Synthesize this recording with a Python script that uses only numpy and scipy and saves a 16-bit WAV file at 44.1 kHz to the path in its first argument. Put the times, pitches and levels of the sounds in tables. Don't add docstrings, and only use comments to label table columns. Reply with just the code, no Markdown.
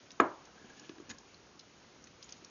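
import sys
import numpy as np
from scipy import signal
from scipy.io import wavfile

SR = 44100
rng = np.random.default_rng(int(sys.argv[2]) if len(sys.argv) > 2 else 0)


def natural_amplitude(level_db):
    exponent = np.asarray(level_db, float) / 20
    return 10 ** exponent


def dump_mix(stems):
    frames = np.atleast_2d(stems).T
    limited = np.clip(frames, -1, 1)
    pcm = np.round(limited * 32767).astype(np.int16)
    wavfile.write(sys.argv[1], SR, pcm)


N = 110250


def rms_one(x):
    return x / np.sqrt(np.mean(x ** 2) + 1e-20)


def peak_one(x):
    return x / np.abs(x).max()


def at_hz(points, hz, axis=1):
    points = np.array(points)
    return np.interp(np.log(hz), np.log(points[:, 0]), points[:, axis])


def in_time(rows):
    return np.interp(np.arange(N) / SR, *np.transpose(rows))


def add(out, s, sound):
    i = int(s * SR)
    out[i:i + len(sound)] += sound[:N - i]


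def drift(rate_hz):
    r = np.exp(-80 * np.pi * rate_hz / SR)
    draws = rng.standard_normal(N // 40 + 2002)
    slow = signal.lfilter([1], [1, -2 * r, r * r], draws)[2000:]
    return np.interp(np.arange(N) / 40, np.arange(len(slow)), rms_one(slow))


def ring(clicks, hz, t60):
    r = natural_amplitude(-60 / (t60 * SR))
    w = 2 * np.pi * min(hz, .45 * SR) / SR
    return signal.lfilter([0, np.sin(w)], [1, -2 * r * np.cos(w), r * r], clicks + 1e-18)


def soften(x, hz):
    r = np.exp(-2 * np.pi * hz / SR)
    return signal.lfilter([(1 - r) ** 2], [1, -2 * r, r * r], x)


def cut_lows(x, hz):
    return signal.sosfilt(signal.butter(3, hz, "high", fs=SR, output="sos"), x)


def chatter(spread_s, count):
    clicks = np.zeros(4096)
    draw = rng.random((count, 2))
    late = np.append(0, draw[1:, 0] ** 2)
    heights = np.exp(-late) * np.sign(draw[:, 1] - .5) * (.5 + draw[:, 1])
    np.add.at(clicks, (2 * late * spread_s * SR).astype(int), heights)
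    return clicks


def bands(size):
    edges = 25 * 2 ** np.arange(0, 8.6, .5)
    white = rng.standard_normal((2, size))
    for k, (low, high) in enumerate(zip(edges, edges[1:])):
        band = signal.butter(2, [low, high], "band", fs=SR, output="sos")
        yield np.sqrt(low * high), signal.sosfilt(band, white[k % 2])


def noise(spectrum, patchy_db, rate_hz):
    together = drift(rate_hz)
    total = np.zeros(N)
    for hz, band in bands(N):
        flicker_db = patchy_db * (together + drift(rate_hz))
        total += natural_amplitude(at_hz(spectrum, hz) + flicker_db) * band
    return rms_one(total)


# (time [s], level [dB])
SNAP_CONTACTS = [(.20005, -17), (.20090, -18), (.20255, -16), (.20505, -21), (.1975, -44)]
# (frequency [Hz], level [dB], t60 [s])
CASE_MODES = [(270, -8, .035), (340, -4, 0.039), (460, -6, 0.018), (667, -8.5, 0.037), (880, -16.5, 0.048),
              (1030, -14.5, .025), (1142, 1, 0.01), (1300, -5, .02), (1630, -7, .02), (2070, -20, 0.029),
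              (2370, -31, .02), (3350, -32.5, .012), (5030, -22.5, 0.0058), (6750, -16, 0.011)]
SNAP_SOFT_HZ = 6000


def snap(count, damping):
    clicks = np.zeros(N)
    for s, db in SNAP_CONTACTS[:count]:
        clicks[int(s * SR)] = natural_amplitude(db)
    push = soften(clicks, SNAP_SOFT_HZ)
    sound = sum(natural_amplitude(db) * ring(push, hz, t60 / damping) for hz, db, t60 in CASE_MODES)
    return cut_lows(cut_lows(sound, 230), 230)


# (time [s], peak level [dB], pitch [Hz])
WOOD_KNOCKS = [(0.127, -53.5, 196), (0.562, -50.5, 208), (0.615, -50.5, 371), (0.644, -42.5, 224),
               (0.694, -52, 250), (0.722, -60, 260), (0.774, -53.5, 322), (0.817, -49, 336),
               (0.826, -50.5, 247), (0.895, -36.5, 345), (0.934, -51, 345), (0.982, -46, 318),
               (1, -39, 364), (1.023, -51.5, 340), (1.085, -47, 284), (1.104, -59, 238),
               (1.213, -55.5, 403), (1.553, -52.5, 324), (2.278, -59, 375), (2.424, -48, 357)]
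KNOCK_T60_S, KNOCK_SOFT_HZ, KNOCK_DB, OVERTONE_DB = .03, 1100, 0.5, -6


def knocks():
    out = np.zeros(N)
    touch = soften(np.abs(chatter(0, count=1)), KNOCK_SOFT_HZ)
    for s, db, hz in WOOD_KNOCKS:
        low = ring(touch, hz, KNOCK_T60_S)
        overtone = ring(touch, 3.3 * hz, 0.014)
        add(out, s, natural_amplitude(db + KNOCK_DB) * peak_one(low + natural_amplitude(OVERTONE_DB) * overtone))
    return out


# (time [s], peak level [dB], pitch [Hz])
LOOSE_RINGS = [(0.5743, -53, 1600), (0.596, -57, 1740), (0.618, -56, 1640), (0.6436, -52.5, 1650),
               (0.6993, -48, 1650), (0.7406, -71, 1630), (0.7746, -56, 1740), (0.7975, -57, 1690),
               (0.8332, -55, 1716), (0.897, -51, 1706), (0.983, -57, 1665), (1.0974, -45.5, 1706),
               (1.1115, -42, 1716)]
RING_T60_S, RING_SHAKE_S, RING_DB = 0.041, .004, -2


def loose_part():
    out = np.zeros(N)
    for s, db, hz in LOOSE_RINGS:
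        shake = ring(chatter(RING_SHAKE_S, count=8), hz, 0.0059)
        add(out, s, natural_amplitude(db + RING_DB) * peak_one(ring(shake, hz, RING_T60_S)))
    return out


# (time [s], peak level [dB], brightest pitch [Hz], breadth [octaves])
LINK_TICKS = [(0.105, -39.5, 4560, 0.85), (0.116, -39, 6000, 0.13), (0.452, -48.5, 5870, 0.21),
              (.698, -46.5, 6800, 0.2), (.796, -40, 5700, 0.26), (0.893, -40, 3950, 2.7),
              (0.983, -53, 2700, .5), (1.001, -48, 6860, 0.26), (1.147, -50, 5800, .3),
              (1.1835, -40, 6800, 0.39), (1.344, -45, 4500, 0.3), (1.593, -39, 5880, 0.37),
              (1.597, -40, 4450, 0.46), (1.609, -47, 5000, 0.33), (2.040, -43, 6740, 0.36),
              (2.0715, -45, 3500, 2.3), (2.2265, -37, 5460, 0.53), (2.241, -42, 7100, 0.086),
              (2.2907, -41.5, 5030, 0.4), (2.306, -43, 7000, 0.16), (2.3229, -33, 5300, 0.52),
              (2.4461, -38.5, 6000, 0.48)]
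LINK_T60_S, CHATTER_S, TICK_DB, LINK_LOW_HZ = .013, 0.0033, -1, 1500


def chain():
    out = np.zeros(N)
    for s, db, brightest_hz, breadth in LINK_TICKS:
        links = np.geomspace(1800, 7100, 16) * rng.uniform(.96, 1.04, 16)
        octaves_off = np.log2(links / brightest_hz)
        weights = np.exp(-.5 * (octaves_off / max(breadth, .05)) ** 2)
        tick = sum(w * ring(chatter(CHATTER_S, count=7), hz, LINK_T60_S) for hz, w in zip(links, weights))
        add(out, s, natural_amplitude(db + TICK_DB) * peak_one(cut_lows(tick, LINK_LOW_HZ)))
    return out


# (frequency [Hz], level [dB])
SCRAPE_COLOUR = [(230, -10.5), (500, -29), (1000, -18), (2700, -7.5), (4400, -2), (5200, -12), (6500, 8)]
SCRAPE_START_S, SCRAPE_LENGTH_S, SCRAPE_DB, SLIPS_PER_S = 1.092, .027, -32, 9000


def bow():
    t = np.arange(4096) / SR
    draw = rng.random((3, 4096))
    arch = np.sin(np.pi * np.clip(t / SCRAPE_LENGTH_S, 0, 1))
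    stroke = np.maximum(arch, 0) ** .5 * (t < SCRAPE_LENGTH_S)
    slips = (draw[0] < SLIPS_PER_S / SR) * (2 * draw[1] - 1) * stroke
    spot = (draw[2] * 6).astype(int)
    sound = np.zeros(4096)
    for k, hz in enumerate(np.geomspace(220, 7000, 18)):
        sound += natural_amplitude(at_hz(SCRAPE_COLOUR, hz)) * ring(slips * (spot == k % 6), hz, 22 / hz)
    out = np.zeros(N)
    add(out, SCRAPE_START_S, natural_amplitude(SCRAPE_DB) * peak_one(sound))
    return out


# (time [s], level [dB])
BUZZ_LEVEL = [(.5, -92), (.56, -72), (.86, -73), (.95, -87), (1.09, -76), (1.113, -56), (1.14, -97)]
BUZZ_HZ = (1650, 1740)


def buzz():
    modes = sum(ring(ring(rng.standard_normal(N), hz, .03), hz, .05) for hz in BUZZ_HZ)
    return natural_amplitude(in_time(BUZZ_LEVEL) + 3 * drift(25)) * rms_one(modes)


THUMP_S, THUMP_DB = (.202, 1.097), (-46.5, -52.5)
THUMP_HZ, THUMP_T60_S = 109, .12


def thump():
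    out = np.zeros(N)
    for s, db in zip(THUMP_S, THUMP_DB):
        push = cut_lows(soften(np.abs(chatter(0, count=1)), 120), 70)
        add(out, s, natural_amplitude(db) * peak_one(ring(push, THUMP_HZ, THUMP_T60_S)))
    return out


# (time [s], level [dB])
HAND_MOTION = [
    [(0.0, -62), (0.17, -59)],
    [(0.45, -56.5), (1.06, -57.5), (1.36, -61), (2.09, -63), (2.5, -59)],
]
# (frequency [Hz], density [dB per Hz])
RUB_COLOUR = [(60, -13.5), (141, -10.5), (230, -2), (346, 1), (600, -2), (1500, -4), (3000, -36.5),
              (7000, -29.5)]
RUB_DB = -7


def fingers():
    level_db = in_time(HAND_MOTION[0] + HAND_MOTION[1]) + RUB_DB
    return natural_amplitude(level_db) * noise(RUB_COLOUR, patchy_db=1.54, rate_hz=54)


# (time [s], level [dB])
RUSTLE_LEVEL = [(0, -72), (.5, -67.5), (.8, -60), (1.0, -73), (1.32, -63), (1.38, -84), (2.19, -73),
                (2.23, -60), (2.36, -60), (2.5, -68.5)]
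# (frequency [Hz], density [dB per Hz])
RUSTLE_COLOUR = [(1500, -34), (3000, 9), (5000, -13.5), (7000, 3)]


def rustle():
    return natural_amplitude(in_time(RUSTLE_LEVEL)) * noise(RUSTLE_COLOUR, patchy_db=2.5, rate_hz=16)


# (frequency [Hz], t60 [s], level [dB])
ROOM_DECAY = [(100, 0.24, -26.5), (200, 0.16, -33.5), (325, 0.26, -35.5), (536, .28, -35.5),
              (939, 0.35, -35), (1440, 0.28, -38.5), (2370, 0.24, -41.5), (4800, 0.089, -34)]
ROOM_DELAY_S = 0.0016


def room(x):
    t = np.arange(SR // 2) / SR
    tail = np.zeros(SR // 2)
    for hz, band in bands(SR // 2):
        fall_db = 60 * t / at_hz(ROOM_DECAY, hz)
        tail += natural_amplitude(at_hz(ROOM_DECAY, hz, axis=2) - fall_db) * band
    onset = np.clip(t / ROOM_DELAY_S - 1, 0, 1)
    return signal.fftconvolve(x, tail * onset)[:N]


# (frequency [Hz], density [dB per Hz])
HISS_COLOUR = [(25, -16.5), (70, -4.5), (180, -2), (350, -3), (700, -9), (2000, -12.5), (4500, -15),
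               (7000, -13.5)]
HISS_DB = -60


def hiss():
    return natural_amplitude(HISS_DB) * noise(HISS_COLOUR, patchy_db=0.41, rate_hz=4.4)


SNAP_DB, ECHO_DB, MIC_LOW_HZ = 1.5, 10.5, 185


def scene():
    touches = cut_lows(knocks() + loose_part() + chain() + bow(), MIC_LOW_HZ)
    small = touches + buzz() + thump()
    direct = natural_amplitude(SNAP_DB) * snap(count=5, damping=1)
    echoes = room(small + natural_amplitude(ECHO_DB) * snap(count=1, damping=1.75))
    return (direct + small + echoes + fingers() + rustle() + hiss())[None]


def roll_off(x):
    return signal.sosfilt(signal.butter(12, 7530, fs=SR, output="sos"), x)


def record(dry):
    steep = signal.cheby2(24, 85, 7400, fs=SR, output="sos")
    mix = signal.sosfilt(steep, dry)
    return roll_off(mix)


dry = scene()
out = record(dry)
dump_mix(out)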